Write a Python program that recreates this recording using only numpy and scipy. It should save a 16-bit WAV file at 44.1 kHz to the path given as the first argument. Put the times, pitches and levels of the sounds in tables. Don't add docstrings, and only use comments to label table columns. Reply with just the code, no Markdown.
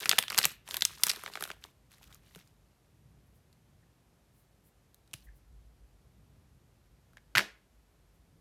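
import sys
import numpy as np
from scipy import signal
from scipy.fft import rfft, irfft
from scipy.io import wavfile

SR = 44100
rng = np.random.default_rng(int(sys.argv[2]) if len(sys.argv) > 2 else 0)


def inscribe(sig):
    pcm = np.round(np.clip(np.atleast_2d(sig).T, -1, 1) * 32767)
    wavfile.write(sys.argv[1], SR, pcm.astype(np.int16))


N = 370649


def undb(db):
    return 10 ** (np.asarray(db) / 20)


def unit(x):
    return x / np.sqrt(np.mean(x ** 2))


def noise(count=N):
    return rng.standard_normal(count)


def band(x, low_hz, high_hz):
    edges_hz = [low_hz, min(high_hz, .45 * SR)]
    return signal.sosfilt(signal.butter(2, edges_hz, "band", fs=SR, output="sos"), x)


def add(out, start_s, x):
    i = int(start_s * SR)
    out[i:i + len(x)] += x[:N - i]


def level_curve(rows):
    start_s, level_db = np.transpose(rows)
    return undb(np.interp(np.arange(N) / SR, start_s, level_db, left=-200, right=-200))


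def pops(rows, cycles, sweep_db, buzz_db, buzz_ms, spit_ms, linger_db, linger_ms):
    out, t = np.zeros(N), np.arange(1500) / SR
    for start_s, pop_db, pitch_hz, spit_db in rows:
        buzz_noise, spit_noise = noise(len(t)), noise(len(t))
        side = np.sign(buzz_noise[0])
        age = t * pitch_hz / cycles
        swing = age * np.exp(1 - age) * np.sin(2 * np.pi * pitch_hz * t)

        phase = 2 * np.pi * 2.2 * pitch_hz * .0005 * np.log(1 + t / .0005)
        sweep = undb(sweep_db) * 1600 / pitch_hz * np.sin(phase) * np.exp(-t / .0016)

        buzz = undb(buzz_db) * unit(band(buzz_noise, 0.3 * pitch_hz, 2.0 * pitch_hz))
        buzz = buzz * np.exp(-t * 1000 / buzz_ms) * np.minimum(age, 1)

        fade = np.exp(-t * 1000 / spit_ms) + undb(linger_db) * np.exp(-t * 1000 / linger_ms)
        spit = fade * unit(band(spit_noise, 5800, 14000))
        add(out, start_s, undb(pop_db) * (side * (swing + sweep) + buzz) + undb(spit_db) * spit)
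    return out


def grains(rate_per_s, scatter_db, low_hz, high_hz, smear_ms):
    when, size = rng.random((2, N))
    heights = undb(scatter_db * np.minimum(-np.log(size + 1e-9), 3.5))
    ticks = (when < rate_per_s / SR) * heights
    fading = signal.lfilter([1], [1, -np.exp(-1000 / (smear_ms * SR))], ticks)
    return unit(band(fading * noise(), low_hz, high_hz))


# start_s [s], pop_db [dB], pitch_hz [Hz], spit_db [dB]
CLEAR_CREASES = [(0.0575, -16, 2610, -28), (0.0934, -5.5, 4810, -11), (0.1137, -10, 3360, -33),
                 (0.1255, -20.5, 2940, -31), (0.1316, -18.5, 1676, -39), (0.1839, -8.5, 2700, -26),
                 (0.1871, -6, 3510, -10.5), (0.2259, -24, 3170, -27), (0.2373, -27, 2520, -38),
                 (0.2817, -25, 3470, -60), (0.3018, -24, 4500, -30.5), (0.3049, -21.5, 2640, -44),
                 (0.32, -33.5, 1340, -32), (0.3274, -24, 2720, -57), (0.3458, -22.5, 2710, -33),
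                 (0.3725, -27, 2470, -46), (0.3777, -10.5, 5750, -40), (0.3838, -12, 2275, -14),
                 (0.3877, -7.5, 4460, -9.5), (0.4145, -23, 2700, -44), (0.4305, -22, 4350, -35),
                 (0.4396, -15.5, 3280, -39), (0.4447, -13.5, 3910, -32), (0.4538, -10, 2750, -11.5),
                 (0.6772, -36.5, 3210, -57), (0.6883, -44.5, 990, -35), (0.7099, -26.5, 3500, -30),
                 (0.7427, -20.5, 3190, -23.5), (0.7684, -21, 3830, -19), (0.8087, -24, 4970, -45),
                 (0.8215, -10.5, 3750, -17), (0.8515, -7.5, 6080, -46), (1.0345, -13, 3810, -11),
                 (1.036, -10.5, 4880, -10.5), (1.0676, -21, 2380, -13.5), (1.0841, -21, 5430, -37),
                 (1.094, -20, 5160, -24), (1.0964, -14, 4790, -21), (1.0997, -14.5, 4210, -31),
                 (1.1035, -17, 4770, -35), (1.1148, -21.5, 4730, -37), (1.1342, -31, 2150, -32),
                 (1.1608, -34, 4200, -41), (1.2368, -34.5, 1370, -39), (1.262, -25, 2230, -53),
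                 (1.2776, -30.5, 1810, -60), (1.2998, -46.5, 1020, -60), (1.3369, -31, 4270, -64),
                 (1.355, -24, 2210, -44), (1.3734, -31.5, 1540, -55), (1.4079, -33.5, 4140, -32),
                 (1.4099, -35.5, 1310, -39), (1.4247, -26, 1610, -28.5), (1.4385, -25, 3760, -28),
                 (1.4529, -35, 1570, -41), (1.4759, -42, 1450, -41), (1.5028, -28.5, 1580, -44),
                 (1.5147, -31.5, 3050, -57), (1.6397, -32, 3690, -49.5), (1.6498, -47, 1140, -62),
                 (1.9173, -50, 2605, -47), (1.9829, -54, 2720, -59), (2.0303, -51, 3360, -52),
                 (2.0408, -51, 4480, -50), (2.1268, -44, 3760, -59), (2.1455, -52, 5820, -43.5),
                 (2.3493, -40, 3520, -50), (2.359, -45.5, 1640, -41.5), (2.3897, -54, 2855, -52),
                 (2.475, -52, 5340, -59)]


def foil():
    return pops(CLEAR_CREASES + lesser_creases(), cycles=0.81, sweep_db=1.0, buzz_db=-9.5, buzz_ms=2.2,
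                spit_ms=0.55, linger_db=-17, linger_ms=4.9)


# start_s [s], level_db [dB]
HANDLING = [
    [(0, -43.5), (.09, -48.5), (.17, -50), (.27, -67), (.31, -51), (.42, -42), (.52, -54), (.56, -71)],
    [(.65, -78.5), (.68, -52.5), (.75, -47), (.8, -59.5), (1.03, -55), (1.08, -44), (1.19, -53.5),
     (1.31, -59), (1.5, -55.5), (1.55, -73), (1.6, -77), (1.635, -62), (1.72, -78)],
    [(1.9, -74.5), (1.93, -62.5), (2.0, -75), (2.045, -64), (2.085, -72.5), (2.14, -62), (2.2, -81.5),
     (2.28, -68.5), (2.33, -71.5), (2.4, -64), (2.45, -75.5), (2.55, -85)],
]
LESSER_PER_S = 45
LESSER_DB, LESSER_SCATTER_DB = 10.5, 0.5
LESSER_HZ, LESSER_OCTAVES = 2660, 0.72
LESSER_SPIT_DB, SPIT_SPREAD_DB = -9.5, 5.0
SHEEN_DB = -4


def lesser_creases():
    rows = []
    window_s = 1.5
    count = int(LESSER_PER_S * window_s)
    for spell in HANDLING:
        spell_s, spell_db = np.transpose(spell)
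        when, size = rng.random((count, 2)).T
        pitch, spit = rng.standard_normal((count, 2)).T
        start_s = spell_s[0] + window_s * when
        excess_db = LESSER_DB - LESSER_SCATTER_DB * np.log(size + 0.025)
        pop_db = np.interp(start_s, spell_s, spell_db) + excess_db
        pitch_hz = np.clip(LESSER_HZ * 2 ** (LESSER_OCTAVES * pitch), 900, 6000)
        spit_db = pop_db + LESSER_SPIT_DB + SPIT_SPREAD_DB * spit
        creases = np.transpose([start_s, pop_db, pitch_hz, spit_db])
        rows += list(creases[start_s < spell_s[-1]])
    return rows


def rustle():
    body = (0.27 * grains(120.2, 3.6, 200, 520, 3.8)
            + .5 * grains(200, 3.087, 900, 1655, 2.1)
            + grains(400, 3., 1500, 3600, 2.)
            + .7 * grains(600, 2.5, 3400, 6500, 2.))
    sheen = grains(900, 2.5, 6000, 14000, 2.)
    effort = sum(level_curve(spell) for spell in HANDLING)
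    return effort * (unit(body) + undb(SHEEN_DB) * sheen)


# start_s [s], pop_db [dB], pitch_hz [Hz], spit_db [dB]
BAR_TICKS = [(3.5281, -56, 4500, -64.5), (4.9445, -57, 3965, -49.5), (5.0764, -60.5, 3940, -62),
             (5.112, -60, 3700, -72), (5.1333, -39.5, 2980, -38.5), (5.1355, -38, 2870, -44),
             (5.1382, -32.5, 2840, -32.5), (7.1332, -57.5, 1460, -62.5), (7.1705, -40, 1727, -57.5),
             (7.1807, -52.5, 2072, -73.5)]


def bar():
    return pops(BAR_TICKS, cycles=1.254, sweep_db=-24.0, buzz_db=-7, buzz_ms=2.95,
                spit_ms=1.04, linger_db=-45.0, linger_ms=10.0)


# start_s [s], pop_db [dB], spit_db [dB]
DROP_KNOCKS = [(7.3521, -13.5, -32.5), (7.3549, -26, -30), (7.358, -17, -26.5), (7.3605, -20, -32),
               (7.3709, -14.5, -25), (7.3753, -14.5, -25), (7.3808, -10, -10), (7.3875, -23, -35),
               (7.3924, -16.5, -33.5), (7.3963, -26, -29), (7.4045, -25, -39), (7.4095, -29, -46)]
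DROP_HZ, DROP_OCTAVES = 1790, .16


def drop():
    rows = []
    for start_s, pop_db, spit_db in DROP_KNOCKS:
        pitch_hz = DROP_HZ * 2 ** (DROP_OCTAVES * rng.standard_normal())
        rows.append((start_s, pop_db, pitch_hz, spit_db))
    return pops(rows, cycles=0.95, sweep_db=-9, buzz_db=-2.5, buzz_ms=1.96,
                spit_ms=0.2, linger_db=-18.0, linger_ms=4.2)


# pitch_hz [Hz], level_db [relative dB], t60_s [s]
PLATE_MODES = [(1473, -19, 0.042), (1721, -6.5, 0.045), (2060, -9, 0.04), (2487, -7.5, 0.056),
               (3100, -1.5, 0.059)]
RING_DB, RATTLE_DB = -44.5, -44.5


def plate(blows):
    t = np.arange(8000) / SR
    ring = sum(undb(level_db) * np.sin(2 * np.pi * pitch_hz * t) * 1000. ** (-t / t60_s)
               for pitch_hz, level_db, t60_s in PLATE_MODES)
    blows = band(blows, 860, 17400)
    stored = signal.lfilter([1], [1, -np.exp(-1 / (0.018 * SR))], blows ** 2)
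    low_rattle = unit(band(noise(), 270.0, 870))
    high_rattle = unit(band(noise(), 1900, 5840))
    rattle = np.sqrt(stored) * unit(0.65 * low_rattle + high_rattle)
    ringing = signal.fftconvolve(blows, ring)[:N]
    return blows + undb(RING_DB) * ringing + undb(RATTLE_DB) * rattle


CRUMBLE_S, CRUMBLE_DB, CRUMBLE_FADE_S = 5.14, -60, 0.046


def crumble():
    age = np.arange(N) / SR - CRUMBLE_S
    fade = (age > 0) * np.exp(-np.abs(age) / CRUMBLE_FADE_S)
    crumbs = grains(900, 2.1, 2400, 6100, 2.) + undb(-6.5) * grains(900, 2.5, 8500, 14000, 2.)
    return undb(CRUMBLE_DB) * fade * crumbs


# middle_s [s], level_db [dB], length_s [s]
FINGER_SLIDES = [(3.271, -79, 0.02), (3.362, -77.5, 0.051), (4.39, -75, 0.11), (4.67, -71, 0.058),
                 (5.25, -70, 0.035), (5.37, -73.5, 0.043), (8.15, -82, .04)]
# middle_s [s], level_db [dB], length_s [s]
SKIN_SCUFFS = [(3.836, -74.5, 0.021), (5.272, -66, 0.0077), (5.288, -65.5, 0.013), (5.315, -77.5, 0.065)]
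SLIDE_HZ, SCUFF_HZ = 11600, 1840


def rubs(rows, center_hz):
    t, spread = np.arange(N) / SR, 1.05 + center_hz / 36000
    swells = sum(undb(level_db) * np.exp(-(2 * (t - middle_s) / length_s) ** 2)
                 for middle_s, level_db, length_s in rows)
    return swells * unit(band(noise(), center_hz / spread, center_hz * spread))


# start_s [s], level_db [dB], pitch_hz [Hz], t60_s [s], knock_db [dB]
TABLE_JOLTS = [(0.111, -48, 153, 0.029, -35), (0.39, -40, 175, 0.032, -42), (0.455, -36.5, 151, 0.054, -45),
               (2.362, -46, 177, 0.12, -44.5), (5.141, -30.5, 125.4, 0.03, -46.5),
               (7.357, -29.5, 132, 0.1, -36), (7.38, -38, 202, 0.21, -45)]
OVERTONE, OVERTONE_T60_S = 2.4, 0.022


def jolts():
    out, t = np.zeros(N), np.arange(8000) / SR
    for start_s, level_db, pitch_hz, t60_s, knock_db in TABLE_JOLTS:
        onset = np.minimum(t * pitch_hz, 1)
        swing = np.sin(2 * np.pi * pitch_hz * t) * onset * np.exp(-np.log(1000) * t / t60_s)
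        knock = np.sin(2 * np.pi * OVERTONE * pitch_hz * t) * np.exp(-np.log(1000) * t / OVERTONE_T60_S)
        add(out, start_s, undb(level_db) * swing + undb(knock_db) * knock)
    return out


# low_hz [Hz], high_hz [Hz], level_db [relative dB], t60_s [s]
ROOM_BANDS = [(150.1, 480, 0.5, 0.067), (945, 3500, -17, 0.35), (3500, 4600, -17, 0.24),
              (8000, 20000, -15, 0.2)]


def room(x):
    t = np.arange(16000) / SR
    tail = 0
    for low_hz, high_hz, level_db, t60_s in ROOM_BANDS:
        decay = np.exp(-np.log(1000) * t / t60_s) * (1 - np.exp(-t / .004))
        decay = decay / np.sqrt(np.sum(decay ** 2))
        tail = tail + undb(level_db) * band(noise(len(t)), low_hz, high_hz) * decay
    return signal.fftconvolve(x, tail)[:N]


# pitch_hz [Hz], level_db [relative dB per Hz]
HISS_SPECTRUM = [(120, -31.5), (200, -6), (232, -4.5), (403, -6), (451, -7), (756, -10), (844, -12),
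                 (3020, -19.5), (12300, -25), (15000, -32), (16500, -49)]
# start_s [s], level_db [dB]
DEEP_RUMBLE = [(0, -74.5), (1.6, -67), (2.6, -71.5), (3.4, -69.5), (4.7, -75), (5.17, -70.5), (5.27, -53),
               (5.4, -62), (5.52, -57), (6.2, -66.5), (8.41, -69)]
HISS_DB, UPPER_RUMBLE_DB = -72.5, -67.5
WAVER_DB, WAVER_S = 2.73, 0.31


def floor():
    hz, (pitch_hz, level_db) = np.fft.rfftfreq(N, 1 / SR), np.transpose(HISS_SPECTRUM)
    shape = undb(np.interp(np.log(hz + 1), np.log(pitch_hz), level_db))
    hiss = unit(irfft(rfft(noise()) * shape, N))
    deep = unit(band(band(noise(), 45, 60), 30, 84))
    upper = unit(band(noise(), 64, 160))
    waver = np.interp(np.arange(N) / SR / WAVER_S, np.arange(99), noise(99))
    upper_level = undb(UPPER_RUMBLE_DB + WAVER_DB * waver)
    return undb(HISS_DB) * hiss + level_curve(DEEP_RUMBLE) * deep + upper_level * upper


def scene():
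    near = foil() + rustle() + bar() + plate(drop())
    skin = rubs(FINGER_SLIDES, SLIDE_HZ) + rubs(SKIN_SCUFFS, SCUFF_HZ)
    return (near + room(near) + jolts() + skin + crumble() + floor())[None]


def record(dry):
    x = signal.sosfilt(signal.butter(8, 43, "high", fs=SR, output="sos"), dry)
    x = x + .3 * band(x, 10500, 14000)
    x = np.tanh(1.149 * x) / 1.139
    x = signal.sosfilt(signal.butter(3, 15200, fs=SR, output="sos"), x)
    return signal.sosfilt(signal.ellip(8, .2, 60, 16600, fs=SR, output="sos"), x)


dry = scene()
out = record(dry)
inscribe(out)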